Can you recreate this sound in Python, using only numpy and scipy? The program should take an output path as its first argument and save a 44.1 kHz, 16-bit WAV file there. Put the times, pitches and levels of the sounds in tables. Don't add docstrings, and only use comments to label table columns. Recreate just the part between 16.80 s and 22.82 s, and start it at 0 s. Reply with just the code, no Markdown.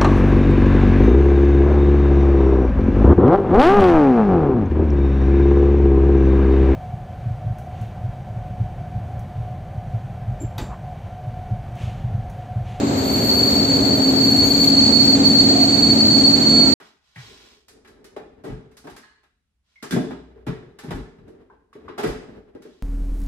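import sys
import numpy as np
from scipy import signal
from scipy.fft import rfft, irfft
from scipy.io import wavfile
from scipy.ndimage import uniform_filter1d

SR = 44100
rng = np.random.default_rng(int(sys.argv[2]) if len(sys.argv) > 2 else 0)


def waveform_to_disk(signal):
    frames = np.transpose(np.atleast_2d(signal))
    scaled = np.clip(frames, -1, 1) * 32767
    samples = np.round(scaled).astype(np.int16)
    wavfile.write(sys.argv[1], SR, samples)


N = 265658
BLOW_SAMPLES = 24576
HZ, T = np.fft.rfftfreq(BLOW_SAMPLES, 1 / SR), np.arange(BLOW_SAMPLES) / SR

# frequency in Hz, seconds it takes to fade by 60 dB.
ECHO_TIMES = [(50, 0.19), (120, 0.48), (220, 0.52), (450, 0.43), (1500, 0.57), (4000, 0.6), (8000, 0.52),
              (14000, 0.18)]
# frequency in Hz, likeness (1 means the same).
LIKENESS = [(60, 0.89), (150, 0.91), (330, 0.86), (560, 0.04), (1000, 0.27), (2000, 0.19), (4500, 0.064),
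            (8000, 0.077), (14000, 1)]
# frequency in Hz, left minus right in dB.
BALANCE = [(40, 0), (120, 2), (300, 1.8), (900, 0), (2200, -0.5), (4500, -2), (9000, 0.5)]

# frequency in Hz, relative level in dB.
ROOM_COLOUR = [(15, -73.5), (25, -25.5), (40, -13), (64, -4.5), (86, -18.5), (231, -23.5), (373, -38.5),
               (2370, -39.5), (10000, -48), (13100, -57.5), (15000, -50)]
WATER_COLOUR = [(25, -16), (55, 0.5), (90, -1.5), (140, -15), (210, -4), (275, -1.5), (340, -4), (430, 2),
                (540, -10), (720, -14), (900, -17), (1800, -22), (3500, -35), (9000, -53)]
HISS_COLOUR = [(300, -10), (550, 0), (800, 3), (1400, 4), (2000, 3.5), (3400, 7), (5500, 2.5), (8000, -5.5),
               (10500, -16.5), (13400, -15.5), (14600, -9), (16000, -50)]
FIZZ_COLOUR = [(5000, -38), (8500, -7), (10800, -11), (13400, -5), (14400, -6), (15200, -45)]
TICK_COLOUR = [(300, -2), (1500, 4.5), (3000, 0), (4500, 4.5), (7000, 0), (10000, -4), (13000, -6.5),
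               (15500, -8.5)]

# pitch in Hz, width in Hz,
# boost in dB (below zero it is a dip).
PEAKS_AND_DIPS = [(48, 22, 5.5), (75, 18, -3), (128.7, 54, 9), (172.4, 17, 9), (225.7, 17.6, 6.5),
                  (262.8, 24.7, 8), (382.8, 38, 7), (435.7, 38.4, 10), (607, 50, 10.5), (721, 13, 9),
                  (810, 36, 9.5), (910, 96, 4), (987, 12, -18.5), (1187, 3.3, 4.5), (1276, 45, 1.5),
                  (1562, 10, -2), (1620, 35, 4.5), (1747, 33, 4.5), (1950, 23, 6.5), (2470, 15, 2.5),
                  (2986, 69, 6), (3354, 38, 9), (3507, 61, 4.5), (3600, 45, 5.5), (4240, 87, 0.5),
                  (3907, 59, 14), (5060, 350, 8.5)]
# pitch in Hz, relative level in dB,
# seconds to fade by 60 dB (shell_ring caps this time).
SHELL_TONES = [(1130, -7, 0.32), (1330, -7, 0.46), (1542, 10, 0.14), (1860, -14, 0.31), (2390, -7, 0.5),
               (2552, -28, 0.54), (2934, -24, 0.47), (3300, -18, 0.18), (3470, -15, 0.26), (4150, -18, 1)]
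# pitch in Hz, width in Hz, relative level in dB.
RUB_RESONANCES = [(1053, 200, 0), (1710, 290, 5), (2830, 710, -16), (4250, 520, -8)]

# start in seconds, length in
# seconds, relative level in dB, fade in dB per second (below zero it grows).
WATER_MOVES = [(0.413, 0.31, -43, 33), (0.873, 1.09, -48, -2), (3.06, 1.605, -42, 1), (4.96, 0.6, -41.5, 5),
               (5.305, 0.79, -34, 37)]
SLIDE_STROKES = [(0.0, 0.013, -54.5, 37), (0.209, .13, -72.5, -3), (0.345, 0.4, -52, 26.5),
                 (2.83, 0.2, -77.5, -5.5), (5.8, 0.25, -70, 18)]
# start in seconds,
# level in dB, pitch in Hz, width in Hz, contact time in seconds.
PLASTIC_CLINKS = [(0.357, -46, 1940, 650, 0.04), (2.957, -54.5, 2150, 95, .008),
                  (3.109, -41, 3530, 180, .008), (3.121, -34.5, 1610, 150, 0.0026),
                  (4.699, -54, 945, 260, 0.0065), (4.701, -61.5, 1520, 130, 0.016),
                  (4.928, -56, 1180, 260, 0.0088), (5.08, -42.5, 1085, 365, 0.0089),
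                  (5.178, -36.5, 844, 148, 0.0038)]
# start in seconds, tick in dB, clack in dB.
EDGE_CLICKS = [(0.882, -52, -65), (1.047, -67, -54.5), (1.074, -59.5, -58.5), (1.242, -53.5, -58.5),
               (1.913, -69, -66.5), (1.968, -51, -62), (2.098, -55, -57), (2.163, -50, -50.5),
               (2.432, -75.5, -64.5), (3.987, -49, -47), (4.479, -69.5, -80), (4.700, -93, -79),
               (4.929, -67, -58.5), (5.082, -86, -48.5), (5.82, -59, -60)]
# start in seconds, thud in dB.
SOFT_BUMPS = [(1.183, -57), (1.242, -51.5), (1.443, -53.5), (2.168, -53), (3.832, -49), (4.479, -47),
              (4.588, -64), (4.952, -42.5), (5.086, -40), (5.523, -52), (5.749, -40), (5.851, -42)]
# start in
# seconds, thump in dB, boom in dB, seconds from thump to boom.
TANK_LANDINGS = [(1.679, -37, -40.5, 0.016), (2.095, -59, -55, 0.013), (3.677, -26.5, -42, 0.0029),
                 (4.075, -33, -34, 0.048), (4.383, -50, -62, 0.0059), (5.254, -31, -34, .015)]
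# start in seconds, thud in dB, thud pitch
# in Hz, clack in dB, clack pitch in Hz, tick in dB, contact time in seconds.
TANK_KNOCKS = [ (0.000, -53.5, 314, -48, 1185, -59.5, 0.009), (0.357, -46, 99, -52, 1080, -62, 0.018),
               (1.364, -36, 429, -40, 706, -60, 0.0023), (1.636, -35.5, 340, -43.5, 787, -54.5, 0.066),
               (2.038, -43, 292, -51.5, 776, -63, 0.042), (2.071, -45.5, 323, -43, 940, -58, 0.0021),
               (3.025, -39.5, 290, -40, 1210, -42, 0.013), (3.1083, -33, 276, -40, 1800, -36, 0.0032),
               (3.122, -20, 226, -37.5, 1480, -40, 0.013), (3.162, -19, 249, -32, 710, -51, 0.0028),
               (3.205, -32, 314, -50, 770, -58, 0.078), (3.306, -34, 283, -40.5, 860, -62, 0.0072),
               (3.665, -30, 311, -39, 1110, -52.5, .015), (4.033, -38, 262, -48.5, 990, -55.5, 0.024),
               (4.107, -35.5, 355, -35.5, 990, -48, 0.0034), (4.146, -34, 262, -53, 900, -56, 0.035),
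               (5.178, -32, 378, -32.5, 1040, -42.5, 0.027), (5.231, -21, 391, -32.5, 1350, -41.5, 0.019),
               (5.266, -37.5, 270, -40.5, 1000, -45, 0.048), ]


def gain_of(db):
    return 10 ** (np.asarray(db) / 20)


def unit_level(x):
    return x / np.sqrt(np.mean(x ** 2) + 1e-20)


def look_up(table, hz):
    row_hz, value = np.transpose(table)
    return np.interp(np.log(hz + 1), np.log(row_hz + 1), value)


def add(mix, start_s, sound):
    part = mix[:, max(round(start_s * SR), 0):][:, :sound.shape[1]]
    part += sound[:, :part.shape[1]]


def stroke(start_s, length_s, db, fade_db_per_s, rise_s, stop_db_per_s):
    t = np.maximum(np.arange(N) / SR - start_s, 0)
    level_db = db - fade_db_per_s * t - stop_db_per_s * np.maximum(t - length_s, 0)
    return np.minimum(t / rise_s, 1) * gain_of(level_db)


def resonance(hz, q):
    ratio = (HZ + 1) / hz
    return 1 / np.sqrt(1 + (q * (ratio - 1 / ratio)) ** 2)


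def peaks_db(hz):
    return sum(db / (1 + (2 * (hz - pitch) / width) ** 2) for pitch, width, db in PEAKS_AND_DIPS)


def strike_point(depth_db, crowded_hz=500):
    ripple = uniform_filter1d(rng.standard_normal(len(HZ)), size=36)
    ripple = uniform_filter1d(ripple, size=24)
    ripple -= uniform_filter1d(ripple, size=200)
    return gain_of(depth_db * np.clip(unit_level(ripple), -2, 2) * HZ / (HZ + crowded_hz))


def ringing_filter(gain):
    cepstrum = irfft(np.log(np.maximum(gain, 1e-5)))
    cepstrum[1:BLOW_SAMPLES // 2] *= 2
    cepstrum[BLOW_SAMPLES // 2 + 1:] = 0
    return np.exp(rfft(cepstrum))


def stereo_spectrum(size, lag_s=.0001):
    hz = np.fft.rfftfreq(size, 1 / SR)
    left, unrelated = rfft(rng.standard_normal((2, size)))
    alike = np.clip(look_up(LIKENESS, hz), -1, 1)
    right = (alike * left + np.sqrt(1 - alike ** 2) * unrelated) * np.exp(-2j * np.pi * hz * lag_s)
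    return np.array([left, right]) * gain_of(look_up(BALANCE, hz) * np.array([[.5], [-.5]]))


def noise(colour, peaks_share=0, ripple=1):
    hz = np.fft.rfftfreq(N, 1 / SR)
    gain = gain_of(look_up(colour, hz) + peaks_share * peaks_db(hz))
    gain *= np.interp(hz, HZ, ripple * np.ones(len(HZ)))
    return unit_level(irfft(stereo_spectrum(N) * gain, N))


def kitchen_touch(contact_s, direct=0.26, lag_s=.0001, early_db=7.5, early_s=0.028,
                  spread=0.34, onset=0.21):
    hz, t, bands = signal.stft(irfft(stereo_spectrum(BLOW_SAMPLES)), SR, nperseg=512)
    bands *= gain_of(-60 * t / look_up(ECHO_TIMES, hz)[:, None])
    echo = signal.istft(bands, SR, nperseg=512)[1][:, :BLOW_SAMPLES]
    fading = np.exp(-T / (spread * contact_s))
    cabinet_boost = gain_of(early_db * np.exp(-T / early_s))
    echo *= (1 - fading) * cabinet_boost
    pressing = fading * (1 - np.exp(-T / (onset * contact_s)))
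    rasp = rfft(unit_level(pressing * rng.standard_normal(BLOW_SAMPLES)))
    right_delay = np.exp(-2j * np.pi * HZ * lag_s * np.array([[0], [1]]))
    touch = rfft(unit_level(echo)) + direct * rasp * right_delay
    power = uniform_filter1d(np.mean(abs(touch) ** 2, axis=0), size=90)
    return touch * ringing_filter(1 / np.sqrt(unit_level(power)))


def strike(touch, colour, db):
    sound = irfft(touch * ringing_filter(colour))
    head = sound[:, :SR // 25]
    return gain_of(db) * sound / np.sqrt(np.mean(head ** 2))


def quiet_room(db=-74):
    return gain_of(db) * noise(ROOM_COLOUR)


def hum(hz=60.4):
    swell = stroke(start_s=3.12, length_s=0.57, db=-54.5, fade_db_per_s=-7, rise_s=.2, stop_db_per_s=250)
    return swell * unit_level(np.sin(2 * np.pi * hz * np.arange(N) / SR))


def water(gain_db=-7.0):
    swell = unit_level(signal.fftconvolve(rng.standard_normal(N), np.hanning(SR // 16), "same"))
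    laps = unit_level(gain_of(2.6 * np.clip(swell, -2, 2)))
    rocking = sum(stroke(*row, rise_s=0.075, stop_db_per_s=61.5) for row in WATER_MOVES)
    return gain_of(gain_db) * rocking * noise(WATER_COLOUR, peaks_share=0.47) * laps


def slides(gain_db=7.0, fizz_db=-68, hard_stroke_db=-51, grain_s=0.0032, grain_db=0.96):
    hiss = noise(HISS_COLOUR, peaks_share=0.11, ripple=strike_point(depth_db=3.5))
    speed = sum(stroke(*row, rise_s=0.075, stop_db_per_s=104.5) for row in SLIDE_STROKES)
    fizz = gain_of(fizz_db) * (speed / gain_of(hard_stroke_db)) ** 1.6 * noise(FIZZ_COLOUR)
    lumps = unit_level(uniform_filter1d(rng.standard_normal(N), int(grain_s * SR)))
    return (gain_of(gain_db) * speed * hiss + fizz) * unit_level(gain_of(grain_db * lumps))


def gulp(start_s=.362, swell_s=0.036, first_hz=178, last_hz=100, sink_s=0.043, echo_share=0.35):
    t = np.maximum(np.arange(N) / SR - start_s, 0)
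    cycles = np.cumsum(last_hz + (first_hz - last_hz) * np.exp(-t / sink_s)) / SR
    swell = stroke(start_s, swell_s, db=-36, fade_db_per_s=0, rise_s=swell_s, stop_db_per_s=380)
    tone = swell * np.sin(2 * np.pi * cycles)
    room = irfft(kitchen_touch(contact_s=0.0033))
    echo = signal.oaconvolve(tone[None], room / np.linalg.norm(room[0]), axes=1)[:, :N]
    return tone + echo_share * echo


def rub(broad_share=0.022):
    colour = sum(gain_of(db) * (resonance(hz, hz / width) ** 2 + broad_share * resonance(hz, 1) ** 2)
                 for hz, width, db in RUB_RESONANCES)
    spectrum = stereo_spectrum(N)
    spectrum *= np.interp(np.fft.rfftfreq(N, 1 / SR), HZ, colour * strike_point(depth_db=6.5))
    slip = stroke(start_s=2.222, length_s=0.19, db=-52.5, fade_db_per_s=76,
                  rise_s=0.009, stop_db_per_s=163)
    return slip * unit_level(irfft(spectrum, N))


def clinks(broad_share=0.013):
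    out = np.zeros((2, N))
    for start_s, db, hz, width, contact_s in PLASTIC_CLINKS:
        touch = kitchen_touch(contact_s, direct=0.9, onset=0.033)
        colour = resonance(hz, hz / width) ** 2 + broad_share * resonance(hz, 0.76) ** 2
        add(out, start_s, strike(touch, colour * strike_point(depth_db=4.0), db))
    return out


def blows(click_s=0.0093, bump_s=0.004, thump_hz=134, counter_hz=47, rattle_hz=1400):
    rows = list(TANK_KNOCKS)
    for start_s, tick_db, clack_db in EDGE_CLICKS:
        rows.append((start_s, clack_db - 10, 323, clack_db, 1490, tick_db, click_s))
    for start_s, db in SOFT_BUMPS:
        rows.append((start_s, db, 373, db - 17.5, 1180, db - 33.5, bump_s))
    for start_s, thump_db, boom_db, settle_s in TANK_LANDINGS:
        for at_s, db, hz in [(start_s, thump_db, thump_hz), (start_s + settle_s, boom_db, counter_hz)]:
            rows.append((at_s, db, hz, db - 17, rattle_hz, db - 32, settle_s))
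    return rows


def shell_ring(gain_db=-16, rise_s=0.008, detune=0.0019, longest_s=.55):
    out = np.zeros((2, N))
    hz, tone_db, ring_s = np.transpose(SHELL_TONES)
    dying = gain_of(tone_db[:, None] - 60 * T / np.minimum(ring_s, longest_s)[:, None])
    loudness = dying * (1 - np.exp(-T / rise_s))
    for start_s, _, _, clack_db, clack_hz, _, _ in blows():
        woken = np.interp(hz, HZ, resonance(2.3 * clack_hz, 1))
        pitches = hz * (1 + detune * rng.standard_normal(len(hz)))
        phases = rng.random((2, len(hz), 1))
        tones = np.sin(2 * np.pi * (pitches[:, None] * T + phases))
        ring = (woken[:, None] * loudness * tones).sum(1)
        add(out, start_s, gain_of(gain_db + clack_db) * ring)
    return out


def knocks(thud_q=1.155, thud_low_hz=36, thud_top_hz=490,
           clack_q=1.29, clack_low_hz=540, clack_top_hz=2900):
    out = np.zeros((2, N))
    peaks = gain_of(peaks_db(HZ))
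    thud_band = 1 / np.sqrt((1 + (HZ / thud_top_hz) ** 8) * (1 + (thud_low_hz / (HZ + 1)) ** 6))
    clack_band = 1 / np.sqrt((1 + (HZ / clack_top_hz) ** 4) * (1 + (clack_low_hz / (HZ + 1)) ** 4))
    counter_boom = gain_of(-30) * resonance(hz=52, q=0.4)
    edges = peaks ** 0.2 * gain_of(look_up(TICK_COLOUR, HZ))
    for start_s, thud_db, thud_hz, clack_db, clack_hz, tick_db, contact_s in blows():
        touch = kitchen_touch(contact_s)
        woken = strike_point(depth_db=3.)
        thud_colour = peaks * thud_band * (resonance(thud_hz, thud_q) ** 2 + counter_boom)
        clack_colour = peaks * woken * clack_band * resonance(clack_hz, clack_q)
        edge_touch = kitchen_touch(contact_s, direct=0.4, spread=0.32, onset=0.25)
        add(out, start_s, strike(touch, thud_colour, thud_db))
        add(out, start_s, strike(touch, clack_colour, clack_db))
        add(out, start_s, strike(edge_touch, edges * woken, tick_db))
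    return out


def scene():
    return knocks() + shell_ring() + rub() + clinks() + gulp() + slides() + water() + hum() + quiet_room()


def record(dry, top_hz=15900):
    low_pass = signal.firwin(255, top_hz, window=("kaiser", 9), fs=SR)
    return signal.oaconvolve(dry, low_pass[None], "same")


dry = scene()
out = record(dry)
waveform_to_disk(out)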